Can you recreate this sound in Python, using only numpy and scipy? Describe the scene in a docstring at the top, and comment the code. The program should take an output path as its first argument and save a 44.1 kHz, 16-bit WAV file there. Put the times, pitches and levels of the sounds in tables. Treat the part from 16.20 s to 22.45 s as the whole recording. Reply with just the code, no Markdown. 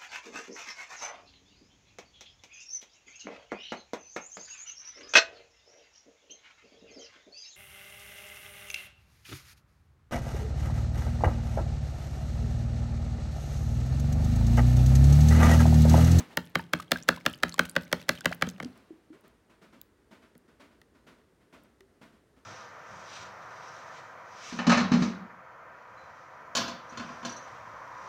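"""A plastic squeeze bottle taps quickly on the wet bottom of a plastic pan on a wooden table, in a small room.
Each tap, led by a light plop, runs through the pan as bending waves, treble first, and rings its modes.
The shaken water washes, bubbles and ticks. The tapping stops, a few drops fall,
and soft distant thuds like footsteps go on over the room's hush."""
import sys
import numpy as np
from scipy import signal
from scipy.fft import rfft, irfft
from scipy.io import wavfile

SR = 44100
rng = np.random.default_rng(int(sys.argv[2]) if len(sys.argv) > 2 else 0)


def persist_wave(psi):
    """Save psi, clipped to +-1, as 16-bit WAV."""
    counts = np.round(np.clip(psi, -1, 1) * 32767).astype(np.int16)
    wavfile.write(sys.argv[1], SR, np.atleast_2d(counts).T)


N = 275625
TIME = np.arange(N) / SR
CUTOFF_HZ = 16300

# bottle hits pan: start_s, level_db, plop_lead_s, bass_db, treble_db, path_ratio, accent_hz
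TAPS = [(0.1725,-6,0.0021,1.5,4.5,.98,880), (.355,-2,.0047,0.5,-3.5,0.94,1980),
        (0.5347,-2,0.004,0,0,.99,3100), (.718,-2,.0077,0.5,7.5,1.04,620.4),
        (0.8882,1,.0064,1,3.5,1.06,1400), (1.0627,-1.5,0.0092,0,2.5,1.026,3100),
        (1.2337,-1.5,.0067,1,0,1.09,1750), (1.3933,.5,0.012,-1,1.5,1.043,1400),
        (1.564,-1,.01,-2.5,-4.5,1,556), (1.728,-3,.012,-0.5,2.5,.99,610),
        (1.8918,-2,0.0077,1.5,5.5,1.044,2050), (2.0571,-2.5,0.011,1,3,1.005,1090),
        (2.2227,-2,0.0099,-1.5,-1,1,2120), (2.4011,-15.5,.02,3.5,-7.5,0.874,2150)]
# spectrum of moving water: freq_hz, level_db
WATER_COLOUR = [(60,-15.5), (200,5), (700,1.5), (1900,-3.5), (4000,-11), (8000,-22), (15000,-26.5)]


def from_db(db):
    """Decibels to gain."""
    return 10 ** (np.asarray(db) / 20)


def rms_one(x):
    """Scale to unit power."""
    return x / np.sqrt(np.mean(x ** 2) + 1e-20)


def at_hz(points, hz):
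    """Read a table on a log-frequency axis."""
    rows = np.array(points)
    return np.interp(np.log(np.maximum(hz, 1)), np.log(rows[:, 0]), rows[:, 1])


def add(track, start_s, sound):
    """Mix a sound into a track, dropping any overhang."""
    start = min(int(round(start_s * SR)), N - 1)
    sound, start = sound[max(-start, 0):], max(start, 0)
    track[start:start + len(sound)] += sound[:N - start]


def coloured_noise(colour):
    """Steady noise of a given spectrum, rms 1."""
    gain = from_db(at_hz(colour, np.fft.rfftfreq(N, 1 / SR)))
    return rms_one(irfft(rfft(rng.standard_normal(N)) * gain, N))


def ping(hz, t60_s, rise_oct_per_s=0):
    """Decaying sine with a pitch glide."""
    t = TIME[:int(t60_s * SR) + 2]
    pitch_hz = np.minimum(hz * 2 ** (rise_oct_per_s * t), SR / 2)
    return np.sin(2 * np.pi * np.cumsum(pitch_hz) / SR) * from_db(-60 * t / t60_s)


def hush(noise_db=-66, whine_db=-88, whine_hz=8900, width_hz=450):
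    """Steady room noise with a faint high whine."""
    # noise spectrum: freq_hz, level_db
    colour = [(15, -33), (25, -5.5), (59, 6), (114, 0), (212, 0), (416, 1.5), (754, -11), (1740, -12.5),
              (1940, -13), (2280, -19.5), (7920, -27.5), (8830, -54), (10100, -29.5), (14800, -34.5),
              (16000, -36)]
    whine = signal.lfilter(*signal.iirpeak(whine_hz, whine_hz / width_hz, fs=SR), rng.standard_normal(N))
    return from_db(noise_db) * coloured_noise(colour) + from_db(whine_db) * rms_one(whine)


def wash():
    """Soft hiss of water moving over the plastic."""
    # envelope: time_s, level_db
    envelope = [(0,-44.5), (.08,-57.5), (.13,-52), (.18,-68), (2.45,-62.5), (2.6,-64.5), (2.9,-76.5),
                (6.25,-98)]
    return from_db(np.interp(TIME, *np.transpose(envelope))) * coloured_noise(WATER_COLOUR)


def bending_waves(bass_db, treble_db, path_ratio, accent_hz, accent_db, bass_hz=700, treble_hz=3200):
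    """One contact, centred in its buffer. Speed grows as root frequency: each route is a falling chirp."""
    # routes to the listener, the last off the table: lag_ms, bend_ms, level_db, damping_corner_hz
    routes = [(-0.51, 2.924, -4.5, 11000), (0.91, 1.852, -3, 3100), (2.5, 2.488, -3, 2000),
              (5.5, 3.352, -1, 100), (13.5, 2.5, 8, 40)]
    # pan radiation: freq_hz, level_db
    colour = [(60, -5), (150, 17.5), (350, 16), (550, 18.5), (800, 13), (1100, 15), (1500, 19), (2000, 19),
              (2500, 10), (3200, 12), (6000, 4), (9000, -2), (15500, -1)]
    wander_ms, ripple_db, accent_oct, low_cut_hz = 0.11, 2.16, 0.16, 60
    hz = np.fft.rfftfreq(4096, 1 / SR)
    khz, knots_hz = hz / 1000, np.geomspace(300, 16000, 30)
    waves = 0
    for k, (lag_ms, bend_ms, level_db, corner_hz) in enumerate(routes):
        lag_ms += wander_ms * rng.standard_normal() * (k > 0)  # landing spot varies
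        cycles = khz * lag_ms + path_ratio * bend_ms * (2 * np.sqrt(khz) - khz / 4)
        water_load_db = np.interp(hz, knots_hz, ripple_db * rng.standard_normal(len(knots_hz)))
        damping = 1 / (1 + 1j * hz / corner_hz)
        waves += from_db(level_db + water_load_db) * damping * np.exp(-2j * np.pi * cycles)
    # soft contact favours bass, hard contact treble; the spot hit stresses one resonance
    touch_db = bass_db / (1 + (hz / bass_hz) ** 4) + treble_db * (1 - 1 / (1 + (hz / treble_hz) ** 4))
    spot_db = accent_db * np.exp(-(np.log2((hz + 1) / accent_hz) / accent_oct) ** 2)
    low_cut = hz ** 2 / (hz ** 2 + low_cut_hz ** 2)
    gain = from_db(at_hz(colour, hz) + touch_db + spot_db) * low_cut
    return np.fft.fftshift(irfft(waves * gain))


def contacts(plop_db=-23.5, plop_bass_db=5, tap_ring_db=-1, slap_ring_db=8):
    """Plop and knock per tap, deep slaps, light drips. 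Yields start_s, level_db, ring_db, chirps."""
    # water slaps the pan: start_s, level_db
    slaps = [(.001,-32.5), (2.271,-29.5), (2.427,-27.5), (4.152,-46.5)]
    # late drips: start_s, level_db
    drips = [(4.616,-42.5), (5.607,-43)]
    for start_s, level_db, lead_s, bass_db, treble_db, path_ratio, accent_hz in TAPS:
        plop = bending_waves(plop_bass_db, treble_db=2.5, path_ratio=1.1, accent_hz=790, accent_db=13)
        yield start_s - lead_s, level_db + plop_db, plop_bass_db, plop
        knock = bending_waves(bass_db, treble_db, path_ratio, accent_hz, accent_db=4.5)
        yield start_s, level_db, bass_db + tap_ring_db, knock
    for start_s, level_db in slaps:
        slap = bending_waves(bass_db=15, treble_db=4.5, path_ratio=1.48, accent_hz=240, accent_db=6.5)
        yield start_s, level_db, slap_ring_db, slap
    for start_s, level_db in drips:
        drip = bending_waves(bass_db=0, treble_db=9, path_ratio=0.802, accent_hz=2000, accent_db=2)
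        yield start_s, level_db, 0, drip


def pan(spread_db=4, settle_s=0.006, detune=0.018):
    """Each contact's chirps settle into the pan's modes, slightly detuned by shifting water."""
    # modes of the pan on the table: pitch_hz, level_db, t60_s
    modes = [(120, -48.5, .2), (167.7, -35.5, .22), (248.4, -54, .15), (299.5, -40.5, 0.15),
             (426, -47, 0.14), (535, -53.5, .1), (1410, -39.5, .08), (3160, -42.5, 0.06)]
    out = np.zeros(N)
    for start_s, level_db, ring_db, chirps in contacts():
        add(out, start_s - len(chirps) / 2 / SR, from_db(level_db) * chirps)
        for hz, mode_db, t60_s in modes:
            gain = from_db(level_db + ring_db + mode_db + spread_db * rng.standard_normal())
            pitch_hz = hz * (1 + detune * rng.standard_normal())
            add(out, start_s + settle_s, gain * ping(pitch_hz, t60_s))
    return out


def room(x, first_s=0.005, build_s=0.0053, early_db=7.5, early_s=0.025):
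    """Dense reflections, strongest from nearby surfaces, dying band by band."""
    # reverberation against direct sound: freq_hz, level_db
    levels = [(100, -1), (250, -7), (550, -15), (900, -14.5), (1600, -19.5), (2500, -17), (3200, -15),
              (6000, -20.5), (14000, -20)]
    # reverberation time: freq_hz, t60_s
    decays = [(100, 0.38), (500, .3), (2000, 0.29), (6000, 0.21), (14000, .2)]
    t = TIME[:SR // 2]
    hz, white = np.fft.rfftfreq(len(t), 1 / SR), rfft(rng.standard_normal(len(t)))
    build = 1 - np.exp(-np.maximum(t - first_s, 0) / build_s)
    onset = build * from_db(early_db * np.exp(-t / early_s))
    edges_hz, tail = np.geomspace(50, 18000, 18), 0
    for low, high in zip(edges_hz, edges_hz[1:]):
        centre_hz = np.sqrt(low * high)
        band = irfft(white * ((hz >= low) & (hz < high)), len(t))
        band *= onset * from_db(-60 * t / at_hz(decays, centre_hz))
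        unity_gain = np.sqrt(2 * (high - low) / SR / len(t))
        tail += rms_one(band) * unity_gain * from_db(at_hz(levels, centre_hz))
    return signal.fftconvolve(x, tail)[:N]


def bubble_t60_s(start_s, hz, choppy_cycles=36, still_cycles=78, calming_s=0.55, pitch_power=0.29):
    """Bubbles ring longer as the water calms after the last tap."""
    calm = np.clip((start_s - TAPS[-1][0]) / calming_s, 0, 1)
    cycles_at_1khz = choppy_cycles + calm * (still_cycles - choppy_cycles)
    return cycles_at_1khz * (hz / 1000) ** pitch_power / hz


def bubble(hz, t60_s, rise_oct_per_s, swell_cycles=0.19):
    """Trapped air swells within a cycle; its pitch rises as it nears the surface."""
    tone = ping(hz, t60_s, rise_oct_per_s)
    return tone * (1 - np.exp(-TIME[:len(tone)] * hz / swell_cycles))


def large_bubbles(burst_oct=1.8):
    """Single bubbles that burst if they rise far enough."""
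    # bubbles: start_s, pitch_hz, level_db, rise_oct_per_s
    bubbles = [(.004,269,-33.5,-2), (.396,910,-30,1), (0.3942,1710,-29.5,5), (.599,1195,-27,11),
               (.759,1580,-22,5), (.826,5760,-34,0), (.834,7100,-38,1.5), (0.926,1400,-27,4),
               (.974,985,-35.5,5), (1.137,3000,-31.5,2.5), (1.324,4230,-31,9.5), (1.342,1080,-35,4),
               (1.976,3080,-36,8), (2.010,1490,-36,11.5), (2.112,600,-29.5,33.5), (2.125,1260,-22.5,205),
               (2.274,214,-27,-5), (2.289,6300,-29.5,9), (2.455,259,-29.5,1), (2.706,344.7,-36.5,-6.5),
               (2.732,279,-45,8), (2.903,284.7,-41.5,10), (5.606,374,-51,1.5)]
    out = np.zeros(N)
    for start_s, hz, level_db, rise_oct_per_s in bubbles:
        tone = bubble(hz, bubble_t60_s(start_s, hz), rise_oct_per_s)
        burst_fade = np.clip(burst_oct - rise_oct_per_s * TIME[:len(tone)], 0, 1)
        add(out, start_s, from_db(level_db) * tone * burst_fade)
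    return out


def crackle(base_db=-51, spread_db=11.5, lift_s=0.064, scatter=0.42, low_hz=2000, high_hz=15500, count=28):
    """Tiny bubbles as the bottle lifts after each tap, scaled by its force."""
    out = np.zeros(N)
    for tap_s, force_db, *_ in TAPS:
        delays_s = lift_s * np.exp(scatter * rng.standard_normal(count))
        for delay_s, (pitch, size, ring) in zip(delays_s, rng.random((count, 3))):
            hz = low_hz * (high_hz / low_hz) ** pitch
            gain = from_db(force_db + base_db + spread_db * (2.7 * size ** 3 - 1.5))
            t60_s = bubble_t60_s(tap_s, hz) * (0.3 + ring)
            add(out, tap_s + delay_s, gain * bubble(hz, t60_s, rise_oct_per_s=10))
    return out


def droplets(per_tap=2, base_db=-45.5, spread_db=4, edge_hz=6500, earliest_s=0.03, latest_s=0.12):
    """Thrown droplets fall back; smaller ones tick higher. Yields start_s, peak_db, low_edge_hz."""
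    for tap_s, force_db, *_ in TAPS:
        for fall, size in rng.random((per_tap, 2)):
            start_s = tap_s + earliest_s + fall * (latest_s - earliest_s)
            yield start_s, force_db + base_db + spread_db * (2 * size - 1), edge_hz * 2 ** (0.5 - size)


def ticks(t60_s=0.0054, width_ratio=2.5, samples=400):
    """Droplets and wet plastic tick in tiny bursts of band noise."""
    # distinct ticks: start_s, peak_db, low_edge_hz
    distinct = [(.008,-39,4500), (.1704,-21.5,11500), (.390,-38,7000), (.394,-37,1200), (.601,-36,3470),
                (1.098,-40,7000), (1.130,-35.5,4950), (1.294,-31,3500), (1.342,-27.5,3240),
                (1.460,-38.5,5000), (1.496,-25,4780), (2.008,-32,3500), (2.127,-31,2500), (2.147,-35,12000),
                (2.300,-33,3500), (2.432,-38,3000), (2.447,-31,3150), (2.576,-50,6000), (3.010,-55,9000),
                (3.080,-52,9000), (3.6143,-39,3000), (3.6145,-31,12500), (4.179,-47,8000), (5.436,-53,9000)]
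    out = np.zeros(N)
    for start_s, peak_db, low_hz in [*distinct, *droplets()]:
        burst = rng.standard_normal(samples) * from_db(-60 * TIME[:samples] / t60_s)
        band_hz = [low_hz, min(low_hz * width_ratio, CUTOFF_HZ)]
        tick = signal.sosfilt(signal.butter(2, band_hz, "band", fs=SR, output="sos"), burst)
        add(out, start_s, from_db(peak_db) * tick / np.abs(tick).max())
    return out


def splashes(base_db=-50, lift_s=0.064, width_s=0.029, grain_db=11, grain_hz=300, low_hz=2500):
    """The water film tears as the bottle lifts: a short, grainy hiss."""
    swell = sum(from_db(force_db) * np.exp(-np.abs(TIME - tap_s - lift_s) / width_s)
                for tap_s, force_db, *_ in TAPS)
    grains = np.interp(TIME * grain_hz, np.arange(8000), rng.standard_normal(8000))
    high_pass = signal.butter(2, low_hz, "high", fs=SR, output="sos")
    hiss = signal.sosfilt(high_pass, coloured_noise(WATER_COLOUR))
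    return from_db(base_db) * swell * rms_one(hiss * from_db(grain_db * np.clip(grains, -2, 2)))


def thuds(swell_s=0.0064, t60_s=0.38, gain_db=5.5, brush_lead_s=0.12, settle_lag_s=0.11):
    """Far blows arrive as reverberation only: a light brush, the thud, a settling touch."""
    # blows at walking pace: start_s, level_db, brush_relative_db, settle_relative_db
    blows = [(2.44,-59,-20,-2.5), (2.925,-60,-20,-0.5), (3.414,-56.5,-5.5,-2), (3.908,-55,-25,-5.5),
             (4.396,-54,-10,-12.5), (4.865,-54.5,-10.5,-14.5), (5.324,-54.5,-15,-12.5),
             (5.812,-54,-26,-12.5), (6.28,-55.5,-10.5,-14)]
    # thud spectrum: freq_hz, level_db
    colour = [(59, -37), (100, -27), (149, -11), (231, -2), (513, -14), (646, -8.5), (764, -19), (962, -13),
              (1070, -14.5), (1490, -14), (1630, -18), (2320, -19), (15000, -45)]
    power, t = np.zeros(N), TIME[:SR]
    envelope = (1 - np.exp(-t / swell_s)) * from_db(-60 * t / t60_s)
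    for start_s, level_db, brush_db, settle_db in blows:
        for lag_s, touch_db in [(-brush_lead_s, brush_db), (0, 0), (settle_lag_s, settle_db)]:
            add(power, start_s + lag_s, (from_db(level_db + touch_db + gain_db) * envelope) ** 2)
    return np.sqrt(power) * coloured_noise(colour)


def scene(water_send_db=-2.5):
    """Pan and water close by, the room around them, thuds far off."""
    struck = pan()
    water = large_bubbles() + crackle() + splashes() + ticks()
    reflections = room(struck + from_db(water_send_db) * water)
    return (struck + water + reflections + wash() + thuds() + hush())[None]


def record(dry, low_cut_hz=44):
    """The microphone loses the deep bass; the top is cut steeply."""
    thin = signal.sosfilt(signal.butter(4, low_cut_hz, "high", fs=SR, output="sos"), dry)
    return signal.sosfilt(signal.ellip(10, 0.2, 80, CUTOFF_HZ, fs=SR, output="sos"), thin)


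dry = scene()
out = record(dry)
persist_wave(out)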